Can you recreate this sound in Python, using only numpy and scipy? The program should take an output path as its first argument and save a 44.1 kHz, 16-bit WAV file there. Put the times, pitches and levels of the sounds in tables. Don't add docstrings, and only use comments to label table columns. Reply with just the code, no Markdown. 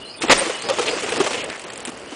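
import sys
import numpy as np
from scipy import signal
from scipy.fft import rfft, irfft
from scipy.io import wavfile
from scipy.ndimage import uniform_filter1d, minimum_filter1d

SR = 44100
rng = np.random.default_rng(int(sys.argv[2]) if len(sys.argv) > 2 else 0)


def invert_db(x):
    u = np.asarray(x, float) / 20
    return 10 ** u


def generate_wav(sig):
    pcm = np.round(np.clip(np.atleast_2d(sig).T, -1, 1) * 32767).astype(np.int16)
    wavfile.write(sys.argv[1], SR, pcm)


N = 94815

# start_s, peak_db, pitch_hz, chatter_s
KNOCKS = [(0.233, -11.5, 327, 0.018), (0.281, -14.5, 475, 0.043), (0.407, -13.5, 534, 0.017),
          (0.418, -23, 332, 0.024), (0.464, -18, 347, 0.014), (0.455, -20, 480, 0.022),
          (0.496, -12.5, 477, 0.012), (0.636, -22, 485, 0.027), (0.686, -10, 546, 0.025),
          (0.719, -16.5, 594, 0.017), (0.785, -6, 456, 0.016), (0.816, -15, 472, 0.015),
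          (0.869, -25, 560, 0.0087), (0.881, -11, 477, 0.013), (0.924, -15.5, 499, 0.015),
          (0.963, -20.5, 293, 0.022), (1.033, -17.5, 440, 0.0075), (1.085, -14, 400, 0.014),
          (1.121, -12.5, 477, 0.0066), (1.164, -14, 500, 0.0048), (1.175, -18, 329, 0.031),
          (1.202, -3.5, 405, 0.013), (1.247, -18.5, 506, 0.011), (1.265, -11, 523, 0.0066),
          (1.273, -10.5, 460, 0.0028), (1.308, -9.5, 518, 0.009), (1.34, -18, 488, 0.017),
          (1.434, -19.5, 541, 0.0093), (1.499, -25, 392, 0.014), (1.642, -25, 330, 0.011),
          (1.872, -20.5, 300, 0.023), (1.933, -28, 244, 0.0083), (2.119, -24, 308, 0.012)]
# pitch_hz, width_hz, level_db
CASE_MODES = [(1100, 158, -15), (793, 255, -9), (2510, 390, -22.5)]
# start_s, peak_db, length_s, treble_db
CRUNCHES = [(0.22, -7.5, 0.017, -15), (0.283, -9, 0.0039, -3), (0.6214, -12.5, 0.0075, 1.5),
            (0.6877, -9.5, 0.0062, -11), (0.698, -6, 0.0055, -30), (0.7926, -8.5, 0.0057, -33),
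            (0.8145, -11.5, 0.026, -11), (0.858, -11, 0.013, -16), (0.89, -13, 0.01, -10),
            (1.003, -18.5, 0.0079, -9), (1.023, -16, 0.02, 0), (1.091, -12.5, 0.016, -4),
            (1.1213, -9.5, 0.0051, -7), (1.16, -10, 0.0028, -22), (1.168, -15, 0.01, -11),
            (1.201, -13, 0.015, -15), (1.245, -14, 0.0092, -8), (1.264, -10, 0.013, -14.5),
            (1.331, -14.5, 0.0088, -21), (1.441, -21, 0.0061, 6.5), (1.4997, -13.5, 0.0046, -12),
            (1.595, -19.5, 0.0033, -4), (1.6165, -29, 0.0039, 11), (1.639, -19.5, 0.004, -2),
            (1.7014, -17.5, 0.0028, -5), (1.734, -25, 0.004, 9.5), (1.758, -18.5, 0.0019, 0),
            (1.7765, -20.5, 0.0011, 7.5), (1.804, -21.5, 0.0019, 7), (1.8514, -15.5, 0.0092, 6.5),
            (1.873, -17.5, 0.0086, -2), (1.891, -25, 0.012, 7), (1.9746, -33.5, 0.0024, 14),
            (1.997, -32, 0.0024, 15), (2.108, -25.5, 0.0036, 1)]
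# start_s, level_db, length_s
BLOWS = [
    (.296, -9, .012),
    (.3105, -9, .011),
    (.322, -9.5, .008),
]
# freq_hz, level_db (per Hz)
LANDING_SPECTRUM = [(18, -65), (30, -24), (349, 2.5), (1300, 2), (1470, -3.5), (2010, 4), (2270, 0),
                    (8640, -13), (10000, -14.5), (13000, -59), (22000, -120)]
# time_s, level_db, brightness_db
ROLL = [(0.211, -30.5, 1.5), (.27, -25, -0.5), (0.452, -29.5, 5), (0.601, -33.5, 5.5), (0.658, -29.5, -3.5),
        (0.769, -27, 2), (.93, -26, -0.5), (1.001, -27.5, 2.5), (1.168, -26, -1.5), (1.239, -25, 2.5),
        (1.37, -28, 2), (1.469, -30.5, -4.5), (1.582, -35.5, 0.5), (1.9, -37, -2.5), (2.03, -39, -6.5),
        (2.15, -34.5, 1)]
# freq_hz, level_db (per Hz)
TYRE_SPECTRUM = [(24, -57), (40, -16), (508, 4.5), (884, -2), (1580, -4.5), (2940, -4.5), (3790, -11),
                 (8510, -12.5), (10000, -17.5), (13000, -102), (22000, -120)]
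# start_s, length_s, level_db, centre_hz
SKIDS = [
    (1.328, 0.028, -27, 2500),
    (1.368, 0.053, -30.5, 2720),
    (1.43, .03, -34.5, 2030),
    (.335, 0.039, -28, 5550),
    (1.505, 0.059, -35.5, 1800),
    (0.87, 0.02, -22, 2650),
]
# start_s, length_s, start_hz, end_hz, level_db
SQUEAKS = [
    (.03, 0.076, 8900, 8670, -51.5),
    (.16, 0.067, 9040, 8700, -40.5),
    (.308, 0.0076, 9500, 9300, -25),
    (.374, 0.028, 8800, 8700, -20.5),
    (.40, 0.018, 8590, 8960, -29),
    (.43, 0.016, 8650, 8630, -35.5),
]
# start_s, length_s, start_hz, end_hz, level_db
WHISTLES = [
    (.0, .06, 2850, 2970, -39.5),
    (.06, .085, 2950, 2900, -46),
    (.14, .027, 2430, 2560, -42),
    (.515, .075, 2980, 2950, -34),
    (2.07, .08, 2900, 3100, -44),
    (0, .04, 3550, 3450, -45),
]
# start_s (within the phrase), length_s, start_hz, end_hz, level_db
PHRASE = [
    (0, .032, 4080, 4270, -46),
    (.028, .03, 4200, 4200, -48),
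    (.038, .012, 4350, 4600, -43),
    (.046, .02, 4700, 5080, -44),
    (.062, .056, 5060, 5050, -47),
    (.052, .06, 4550, 4650, -49),
    (.122, .032, 3520, 3520, -44),
]
# start_s, level_db
SONGS = [
    (.05, 3.5),
    (.588, 10),
    (.852, 7.5),
]
# freq_hz, level_db (per Hz)
TREE_SPECTRUM = [(18, -56), (30, -6), (445, 10), (2160, -3), (2890, 1.5), (3780, -12), (4590, -1.5),
                 (5720, -15), (10000, -9.5), (13000, -48), (22000, -120)]


def level(x, db):
    return x * invert_db(db) / np.sqrt(np.mean(x ** 2))


def band(x, hz, width_hz):
    return signal.lfilter(*signal.iirpeak(hz, hz / width_hz, fs=SR), x)


def walk(rate_hz):
    hold = int(SR / rate_hz)
    steps = rng.standard_normal(N)[np.arange(N) // hold]
    return 1.2 * uniform_filter1d(uniform_filter1d(steps, hold), hold)


def colour(x, spectrum):
    hz, db = np.array(spectrum).T
    bins_hz = np.arange(len(x) // 2 + 1) * SR / len(x) + 1
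    return irfft(rfft(x) * invert_db(np.interp(np.log(bins_hz), np.log(hz), db)), len(x))


def grains(per_s, spread_db, count=N):
    smear_t60_s = .02
    when, size, noise = rng.random((3, count))
    clicks = (when < per_s / SR) * invert_db(np.minimum(-spread_db * np.log(1 - size), 9))
    power = signal.lfilter([1], [1, -invert_db(-120 / (smear_t60_s * SR))], clicks ** 2)
    return level(np.sqrt(power) * (noise - .5), 0)


def gate(start_s, length_s, attack_s, t60_s):
    t = np.arange(N) / SR - start_s
    return np.clip(t / attack_s, 0, 1) * invert_db(-60 * np.clip(t - length_s, 0, None) / t60_s)


def octaves(spectrum, source, swell_db, own_db, tilt_db):
    x = level(colour(source, spectrum), 0)
    swell = swell_db * walk(27.65)
    out = np.zeros(N)
    for hz in 40 * 2 ** np.arange(0, 8.3, .5):
        tilt = tilt_db * np.log2(hz / 1000) / 3
        out += band(x, hz, hz / 2.17) * invert_db(swell + own_db * walk(30) + tilt)
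    return out


def glides(rows, rough):
    t, out = np.arange(N) / SR, np.zeros(N)
    waver, flutter = .013 * walk(260), rough * walk(500)
    for start, length, hz0, hz1, db in rows:
        u = np.clip((t - start) / length, 0, 1)
        hz = (hz0 + (hz1 - hz0) * u) * (1 + waver)
        swell = np.sqrt(np.sin(np.pi * u) + 1e-9) * (u < 1)
        out += invert_db(db) * (1 + flutter) * swell * np.sin(2 * np.pi * np.cumsum(hz) / SR)
    return out


def case():
    width_hz, ring_db, ring_sag_per_s = 107, -22, 4.2
    out, upper = np.zeros(N), np.zeros(N)
    contacts = grains(1300, 1.7) + 0.84 * rng.standard_normal(N)
    for start, db, hz, length in KNOCKS:
        t = np.clip(np.arange(N) / SR - start, 0, .1)
        ring = np.sin(2 * np.pi * hz * t * (1 - ring_sag_per_s * (t - length)))
        out += invert_db(db + ring_db) * gate(start, length, 0.0017, 0.023) * ring
        push = contacts * gate(start, length, 0.0015, 0.026) * invert_db(db)
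        push[int(start * SR) + 40] += 9 * invert_db(db)
        modes = band(push, hz, width_hz) + .5 * band(push, 1.426 * hz, width_hz)
        out += band(modes, hz, 1.85 * width_hz)
        upper += push
    return invert_db(8.5) * (out + sum(invert_db(db) * band(upper, hz, w) for hz, w, db in CASE_MODES))


def crunches():
    snap = grains(2000, 1.1) + 0.59 * rng.standard_normal(N)
    mid = band(snap, 2560, 2400)
    treble = band(band(snap, 7950, 3100), 5800, 6500)
    out = np.zeros(N)
    for start, db, length, treble_db in CRUNCHES:
        env = gate(start, length, 0.00038, 0.015) + 1.5 * gate(start, 0, 0.00025, 0.0085)
        out += invert_db(db - 9.5) * env * (mid + invert_db(treble_db - 6.5) * treble)
    return out


def landing():
    crash = level(colour(grains(900, 14.0) + 0.59 * rng.standard_normal(N), LANDING_SPECTRUM), 0)
    blows = sum(invert_db(db) * gate(s, n, .0015, .03) for s, db, n in BLOWS)
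    settle = invert_db(-22.5) * gate(0.2828, 0.089, 0.014, 0.82)
    thump = np.sin(2 * np.pi * 26 * np.arange(N) / SR) * gate(BLOWS[0][0], 0.073, 0.0038, .22)
    return crash * (blows + settle) + invert_db(-36) * thump


def tyres():
    time_s, db, bright_db = np.array(ROLL).T
    t = np.arange(N) / SR
    crackle = grains(1100, 3.4) + 0.57 * rng.standard_normal(N)
    x = octaves(TYRE_SPECTRUM, crackle, 0.62, 0.96, np.interp(t, time_s, bright_db))
    return level(x, 0) * invert_db(np.interp(t, time_s, db) - 0.5) * gate(0.201, 9, 0.012, 1)


def skids():
    grit, out = grains(2000, 4.0), np.zeros(N)
    for start, length, db, hz in SKIDS:
        scrape = band(band(grit, hz, hz / 2.1), hz, hz / 1.4)
        out += level(scrape, db) * gate(start, length, 0.0053, 0.049)
    return out


def spring():
    return glides(SQUEAKS, 0.87)


def birds():
    notes = list(WHISTLES)
    for at, more_db in SONGS:
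        notes += [(s + at, n, hz0, hz1, db + more_db) for s, n, hz0, hz1, db in PHRASE]
    song = glides(notes, .8)
    echo_db, echo_t60_s = -2, .25
    tail = rng.standard_normal(8000) * invert_db(-60 * np.arange(8000) / SR / echo_t60_s)
    echo = signal.fftconvolve(song, tail / np.sqrt(np.sum(tail ** 2)))[:N]
    return song + invert_db(echo_db) * echo


def trees():
    return level(octaves(TREE_SPECTRUM, rng.standard_normal(N), 2.7, 0.55, 0), -41)


def scene():
    return (case() + crunches() + landing() + tyres() + skids() + spring() + birds() + trees())[None]


def camera(x):
    hop, coarse_hz, drop_db, scatter_db = 256, 4300, -7.5, 4.0
    n, k = np.arange(2 * hop), np.arange(hop)
    waves = np.cos(np.pi / hop * np.outer(k + .5, n + .5 + hop / 2))
    basis = np.sin(np.pi * (n + .5) / (2 * hop)) * waves * np.sqrt(2 / hop)
    pad = np.pad(x, (hop, 3 * hop - N % hop))
    at = np.arange(len(pad) // hop - 1)[:, None] * hop + n
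    c = pad[at] @ basis.T
    bands = np.sqrt(np.mean(c.reshape(len(c), -1, 8) ** 2, axis=2)) + 1e-9
    loud = -minimum_filter1d(-np.median(bands[:, 6:15], axis=1), size=7, origin=-1)
    scatter = rng.standard_normal(len(c))[np.arange(len(c)) // 2] * .7
    pairs = np.arange(bands.shape[1]) // 2
    scatter = scatter + 1.1 * rng.standard_normal(bands.shape)[:, pairs].T
    step = np.repeat(loud * invert_db(drop_db + scatter_db * scatter), 8, axis=0).T
    kept = np.repeat(bands, 8, axis=1) > step
    rounded = np.round(c / step / 2) * step * 2 * kept + .02 * c
    c = np.where((k + .5) * SR / (2 * hop) > coarse_hz, rounded, c)
    out = np.zeros(len(pad))
    np.add.at(out, at, c @ basis)
    return out[hop:hop + N]


def roll_off(x):
    return signal.sosfilt(signal.butter(12, 15760, fs=SR, output="sos"), x)


def record(dry):
    x = camera(np.clip(dry[0], -.7, .7))[None]
    x = signal.sosfilt(signal.ellip(10, .2, 80, 10080, fs=SR, output="sos"), x)
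    return roll_off(np.clip(x, -.757, .757))


dry = scene()
out = record(dry)
generate_wav(out)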